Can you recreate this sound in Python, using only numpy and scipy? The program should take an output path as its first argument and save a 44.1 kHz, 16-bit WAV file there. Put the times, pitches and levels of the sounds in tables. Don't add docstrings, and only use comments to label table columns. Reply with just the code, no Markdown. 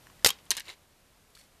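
import sys
import numpy as np
from scipy import signal
from scipy.fft import rfft, irfft
from scipy.io import wavfile
from scipy.ndimage import uniform_filter1d

SR = 44100
rng = np.random.default_rng(int(sys.argv[2]) if len(sys.argv) > 2 else 0)


def decibels_to_gain(level_db):
    exponent = np.asarray(level_db, float) / 20
    return 10 ** exponent


def transcribe(u):
    v = np.clip(np.atleast_2d(u).T, -1, 1)
    q = np.round(v * 32767).astype(np.int16)
    wavfile.write(sys.argv[1], SR, q)


N = 70560

# mode_hz, width_hz, level_db
LID_BODY = [(1037, 61.1, -11), (2170, 55, -12.5), (2720, 100, -14.5), (2890, 38.4, -6), (4000, 61, -6),
            (4670, 42, -10), (7160, 25, -4.5), (8900, 133, -10.5), (11110, 36, -16), (12000, 47, -20)]
# mode_hz, width_hz, level_db
SLEEVE_BODY = [(2050, 150, -5), (2900, 200, -8), (3450, 100, -7), (4350, 80, -4), (5400, 100, -8),
               (8000, 200, -10), (10000, 220, -10), (12800, 300, -12)]
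# frequency_hz, density_db (per Hz)
TRAY_TONE = [(100, -34.5), (300, -23), (700, -24), (1300, -22.5), (2200, -12), (8000, -6.5), (13500, -15),
             (17000, -11)]
# frequency_hz, density_db (per Hz)
LID_TONE = [(180, -46), (300, -10.5), (1030, -12.5), (1300, -12.5), (2130, -8.5), (3870, -8.5),
            (14000, -29.5)]


def evened(x):
    return x / np.sqrt(np.mean(x ** 2) + 1e-20)


def read(points, hz):
    f, value = np.transpose(points)
    return np.interp(np.log(hz + 1), np.log(f + 1), value)


def curve(points):
    s, db = np.transpose(points)
    return decibels_to_gain(np.interp(np.arange(N) / SR, s, db))


def ring(x, hz, width):
    radius = np.exp(-np.pi * max(width, 20) / SR)
    pole = radius * np.exp(2j * np.pi * hz / SR)
    return 2 * signal.lfilter([1 - radius], [1, -pole], x).real


def colour(x, tone, tilt_db=0.):
    hz = np.abs(np.fft.fftfreq(2048, 1 / SR))
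    octaves = np.log2(np.maximum(hz, 2000) / 4500)
    level_db = np.maximum(read(tone, hz) + tilt_db * octaves, -100)
    log_gain = np.log(decibels_to_gain(level_db))
    taps = np.fft.ifft(np.exp(np.conj(signal.hilbert(log_gain)))).real[:1024]
    return signal.fftconvolve(x, taps)[:len(x)]


def body(x, modes, tone, tilt_db, plain_db, shift=1):
    widen_hz = 120
    shifts = shift * np.ones(14)
    rung = 0
    for (hz, width, db), k in zip(modes, shifts):
        rung = rung + decibels_to_gain(db - read(tone, hz)) * ring(x, hz * k, width + widen_hz)
    return colour(evened(rung) + decibels_to_gain(plain_db) * evened(x), tone, tilt_db)


def knocks(rows, modes, tone, plain_db, ring_db):
    length, rise_s = 4096, .0006
    crack_s, crack_db = .002, 4.5
    shake_db, detune = 1, .015
    dull_hz, linger, linger_db = 4500, 2.76, -14.5
    ring_q = 8.0
    out, t = np.zeros(N + length), np.arange(length) / SR
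    rise = np.minimum(t / rise_s, 1)
    crack = crack_db * np.exp(-(t / crack_s) ** 3)
    dull_filter = signal.butter(2, dull_hz, fs=SR)
    noises = rng.standard_normal((len(rows), 3, length))
    for (s, db, hz, t60, tilt_db), (fine, size, late) in zip(rows, noises):
        fall_db = -60 * t / max(t60, .003)
        contacts = fine * decibels_to_gain(shake_db * size + fall_db + crack)
        dull = evened(signal.lfilter(*dull_filter, late))
        drive = rise * (contacts + dull * decibels_to_gain(linger_db + fall_db / linger))
        sound = evened(body(drive, modes, tone, tilt_db, plain_db, 1 + detune * size[-14:]))
        sound = sound + decibels_to_gain(ring_db) * evened(ring(drive, hz, hz / ring_q))
        peak_rms = np.sqrt(uniform_filter1d(sound ** 2, size=66).max())
        at = round(s * SR)
        out[at:at + length] += decibels_to_gain(db - 6.5) * sound / peak_rms
    return out[:N]


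def grains(effort, modes, tone, per_s, spread_db, plain_db, line):
    sizes = rng.standard_normal(N) * decibels_to_gain(spread_db * rng.exponential(1, N))
    slips = sizes * (rng.random(N) < per_s / SR)
    hz, width, line_db = line
    rubbed = evened(body(slips, modes, tone, 0., plain_db))
    return curve(effort) * (rubbed + decibels_to_gain(line_db) * evened(ring(slips, hz, width)))


def clasps():
    # start_s, peak_db, loudest_ring_hz, t60_s, tilt_db (per octave)
    snaps = [
        (.2463, -2, 6800, 0.017, 0),
        (.2553, -11, 5200, 0.0502, 0.5),
        (.2612, -3, 4270, 0.02, -1.5),
        (.2665, -8.5, 8700, 0.054, 3),
        (.2715, -8.5, 4500, 0.011, 3),
        (.2845, -18, 4900, 0.033, 0.5),
        (.2892, -14, 3275, 0.021, 1.2),
        (.3038, -15.5, 3270, 0.019, 3.5),
    ]
    # mode_hz, width_hz, level_db
    clasp_body = [(1107, 120, -8), (2050, 40, -18), (3120, 160, -1), (3750, 156.3, 0), (4600, 170, -4),
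                  (5420, 120, -8), (5370, 31.9, -16.5), (6470, 300, -12), (8700, 170, -9.5),
                  (10200, 100, -12.5), (12500, 210, -4)]
    # frequency_hz, density_db (per Hz)
    clasp_tone = [(80, -35), (300, -28.5), (700, -13), (1500, -13), (2500, -9.5), (4400, -10), (6300, -8),
                  (13000, -12)]
    return knocks(snaps, clasp_body, clasp_tone, -1.4, -6.5)


def panel_modes():
    # start_s, level_db, mode_hz, t60_s
    struck_modes = [
        (0.2457, -17.5, 562, 0.016),
        (0.2466, -15.5, 2054, 0.024),
        (0.2608, -17.5, 476, 0.027),
        (0.2455, -36, 92, 0.12),
        (0.261, -33.5, 260, 0.031),
        (0.291, -44, 1080, 0.12),
        (0.43, -67, 115, 0.072),
        (0.516, -31.5, 1850, 0.05),
        (0.5155, -36.5, 1025, 0.035),
        (1.3, -58, 451, 0.027),
                    (.2464, -6.5, 3600, .015), (.2464, -6, 4915, .014), (.2466, -20.5, 1410, .026),
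             (.2464, -13, 12800, 0.011), (.2609, -10.5, 3040, 0.0119), (.2611, -7.5, 4630, .011),
             (.2609, -17.5, 800, 0.013), (.2640, -25, 1250, 0.02), (.5059, -6, 6230, 0.0059),
             (.5056, -38, 912, 0.038), (.5056, -39.5, 423, 0.032), (.5160, -22.5, 3700, .012),
             (.5156, -25.5, 3060, 0.014), (.5150, -28, 1620, .025), (.5256, -30, 3700, .015),
             (.2467, -19, 9000, .01), (.3042, -24, 3200, .03)]
    # start_s, level_db, mode_hz, t60_s
    taps = [(.5676, -35, 1710, .015), (.5676, -38, 1150, .025), (.5735, -32, 3540, .02),
            (.5783, -30, 3120, .015), (.5972, -40, 2170, .02), (.6044, -35, 2860, .02),
            (.5782, -37, 2150, .02), (.6044, -39, 1800, .015), (.6817, -39, 3910, .012),
            (.6817, -41, 2100, .012), (.6923, -37, 2150, .018), (.6923, -41, 3900, .012),
            (.6989, -40, 3800, .012), (.6989, -45, 1050, .015), (.7028, -40, 4440, .012),
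            (.6923, -43, 7100, .012), (.0694, -42, 1750, .012), (.0696, -49, 1000, .02),
            (.0993, -51, 1100, .025), (1.3672, -49, 1310, .014), (1.374, -50, 1750, .012)]
    length, rise_s = 8192, .0004
    out, t = np.zeros(N + length), np.arange(length) / SR
    rise = np.minimum(t / rise_s, 1)
    for s, db, hz, t60 in struck_modes + taps:
        at = round(s * SR)
        out[at:at + length] -= rise * decibels_to_gain(db - 60 * t / t60) * np.sin(2 * np.pi * hz * t)
    return out[:N]


def tray():
    # start_s, peak_db, loudest_ring_hz, t60_s, tilt_db (per octave)
    slaps = [(.5055, -10.5, 4700, 0.028, 5), (.5095, -16, 4330, 0.058, 2.5), (.5125, -18, 2870, .03, 6),
             (.5152, -14, 5500, 0.015, -1), (.5180, -27, 2900, 0.034, -2), (.5255, -34.5, 3700, 0.04, -5),
             (.537, -35.5, 2500, 0.025, -8.5), (.551, -33, 3280, 0.022, -1.5),
             (.558, -44, 3600, 0.034, -11), (.5675, -23, 7150, 0.043, -0.5), (.572, -29, 4400, 0.041, -6),
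             (.578, -26, 3120, 0.029, -4.5), (.583, -29, 3850, 0.031, -8), (.589, -38, 2200, 0.04, -8),
             (.5968, -29.5, 11400, 0.031, 1.5), (.6042, -29, 4000, 0.021, -4), (.617, -43, 1970, 0.034, -2)]
    # mode_hz, width_hz, level_db
    tray_body = [(960, 30, -4.5), (1720, 50, 4), (2200, 24, -17), (2910, 290, 2), (3980, 130, 4.5),
                 (5100, 41.3, 0), (6100, 73, -8), (7070, 60, 0), (8430, 48, -6), (9400, 90, 1.5),
                 (11000, 110, -15)]
    return knocks(slaps, tray_body, TRAY_TONE, -1.2, -6.0)


def lid():
    # start_s, peak_db, loudest_ring_hz, t60_s, tilt_db (per octave)
    settling = [(.6535, -45, 4000, 0.05, -1), (.663, -48, 2490, 0.051, 14), (.6725, -44, 2460, 0.059, -15),
                (.6815, -35, 3910, 0.021, -4), (.686, -41.5, 2150, .02, 2), (.6922, -38.5, 2170, 0.012, 6),
                (.6988, -34, 3700, 0.029, -4.5), (.7025, -42, 4440, 0.021, 0), (.7105, -40, 2050, .026, 2),
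                (.7145, -52, 2574, 0.018, -5), (.7215, -50, 3710, 0.045, 14), (.732, -53, 2980, 0.067, 4)]
    return knocks(settling, LID_BODY, LID_TONE, -1.0, -3.0)


def hinge():
    # time_s, level_db
    rub = [(0.6, -85), (0.65, -59), (0.7, -49), (0.738, -58), (0.76, -81)]
    return grains(rub, LID_BODY, LID_TONE, 4000.0, 1.8, 4, (2170, 150, -14))


def grip():
    # start_s, peak_db, loudest_ring_hz, t60_s, tilt_db (per octave)
    ticks = [
        (.0694, -46.5, 2800, 0.008, 1.5),
        (.0995, -51, 1650, 0.04, -6),
        (.193, -51, 1960, 0.04, -3.5),
        (.225, -48, 1820, 0.037, -4),
        (.387, -47.5, 3140, 0.037, -5.4),
        (.4535, -49.5, 9800, .025, -1),
        (.464, -51, 3250, .03, -4),
    ]
    return knocks(ticks, LID_BODY, TRAY_TONE, 2.6, 0.27)


def sleeve():
    # start_s, peak_db, loudest_ring_hz, t60_s, tilt_db (per octave)
    crackles = [(1.304, -54, 10000, .01, 4), (1.3507, -44, 4170, .01, .6), (1.3532, -43, 4250, .01, 2),
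                (1.3672, -50, 2300, .01, -2), (1.374, -47, 4400, .008, -2), (1.3895, -51, 4410, .015, 0),
                (1.394, -52, 8000, .02, 3), (1.399, -53, 5400, .015, 2), (1.408, -52, 2050, .02, 1),
                (1.4125, -49, 4310, .03, 2), (1.438, -55, 8000, .012, 0)]
    return knocks(crackles, SLEEVE_BODY, TRAY_TONE, -1.5, 3.5)


def crinkle():
    # time_s, level_db
    bending = [(1.345, -98.5), (1.357, -63), (1.378, -65), (1.392, -59.5), (1.42, -63), (1.45, -69),
               (1.5, -92)]
    # mode_hz, width_hz, level_db
    sleeve_ring = (4310, 300, -11)
    return grains(bending, SLEEVE_BODY, TRAY_TONE, 9000., 1.2, -2.5, sleeve_ring)


def room(x):
    # frequency_hz, t60_s
    decay = [(150, 0.21), (500, 0.21), (1500, 0.22), (4000, 0.18), (12000, 0.12)]
    taps, at = np.zeros(SR // 2), np.arange(200, SR // 2 - 20, 20)
    taps[at + rng.integers(0, 20, at.shape)] = rng.choice([-1., 1.], at.shape)
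    hz, t, z = signal.stft(taps, SR, nperseg=256)
    fall = decibels_to_gain(-60 * t / read(decay, hz)[:, None])
    tail = signal.istft(z * fall, SR, nperseg=256)[1]
    tail = signal.lfilter(*signal.butter(1, 7010, fs=SR), tail)
    return signal.fftconvolve(x, tail / np.linalg.norm(tail))[:N]


def hiss():
    # frequency_hz, density_db (per Hz)
    spectrum = [(12, -30), (20, -1.5), (176, -8), (214, -10.5), (361, -13), (546, -12.5), (825, -15),
                (12300, -25.5), (14500, -25)]
    # time_s, level_db
    drift = [(0, -57.5), (0.22, -58), (0.45, -59.5), (0.75, -62), (0.85, -63), (1.2, -62.5), (1.6, -62)]
    z = rfft(rng.standard_normal(N)) * decibels_to_gain(read(spectrum, np.fft.rfftfreq(N, 1 / SR)))
    return curve(drift) * evened(irfft(z, N))


def scene():
    case = clasps() + panel_modes() + tray() + lid() + hinge() + grip() + sleeve() + crinkle()
    room_db = -22.5
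    return (case + decibels_to_gain(room_db) * room(case) + hiss())[None]


def low_pass(x):
    return signal.sosfilt(signal.butter(12, 15220, fs=SR, output="sos"), x)


def record(dry):
    clip, edge_hz, edge_db = .75, 14150, -33
    soft = clip * np.tanh(dry / clip)
    lowpass = signal.firwin(255, edge_hz, window=("kaiser", 7), fs=SR)
    low = signal.oaconvolve(soft, lowpass[None], "same")
    return low_pass(low + decibels_to_gain(edge_db) * (soft - low))


dry = scene()
out = record(dry)
transcribe(out)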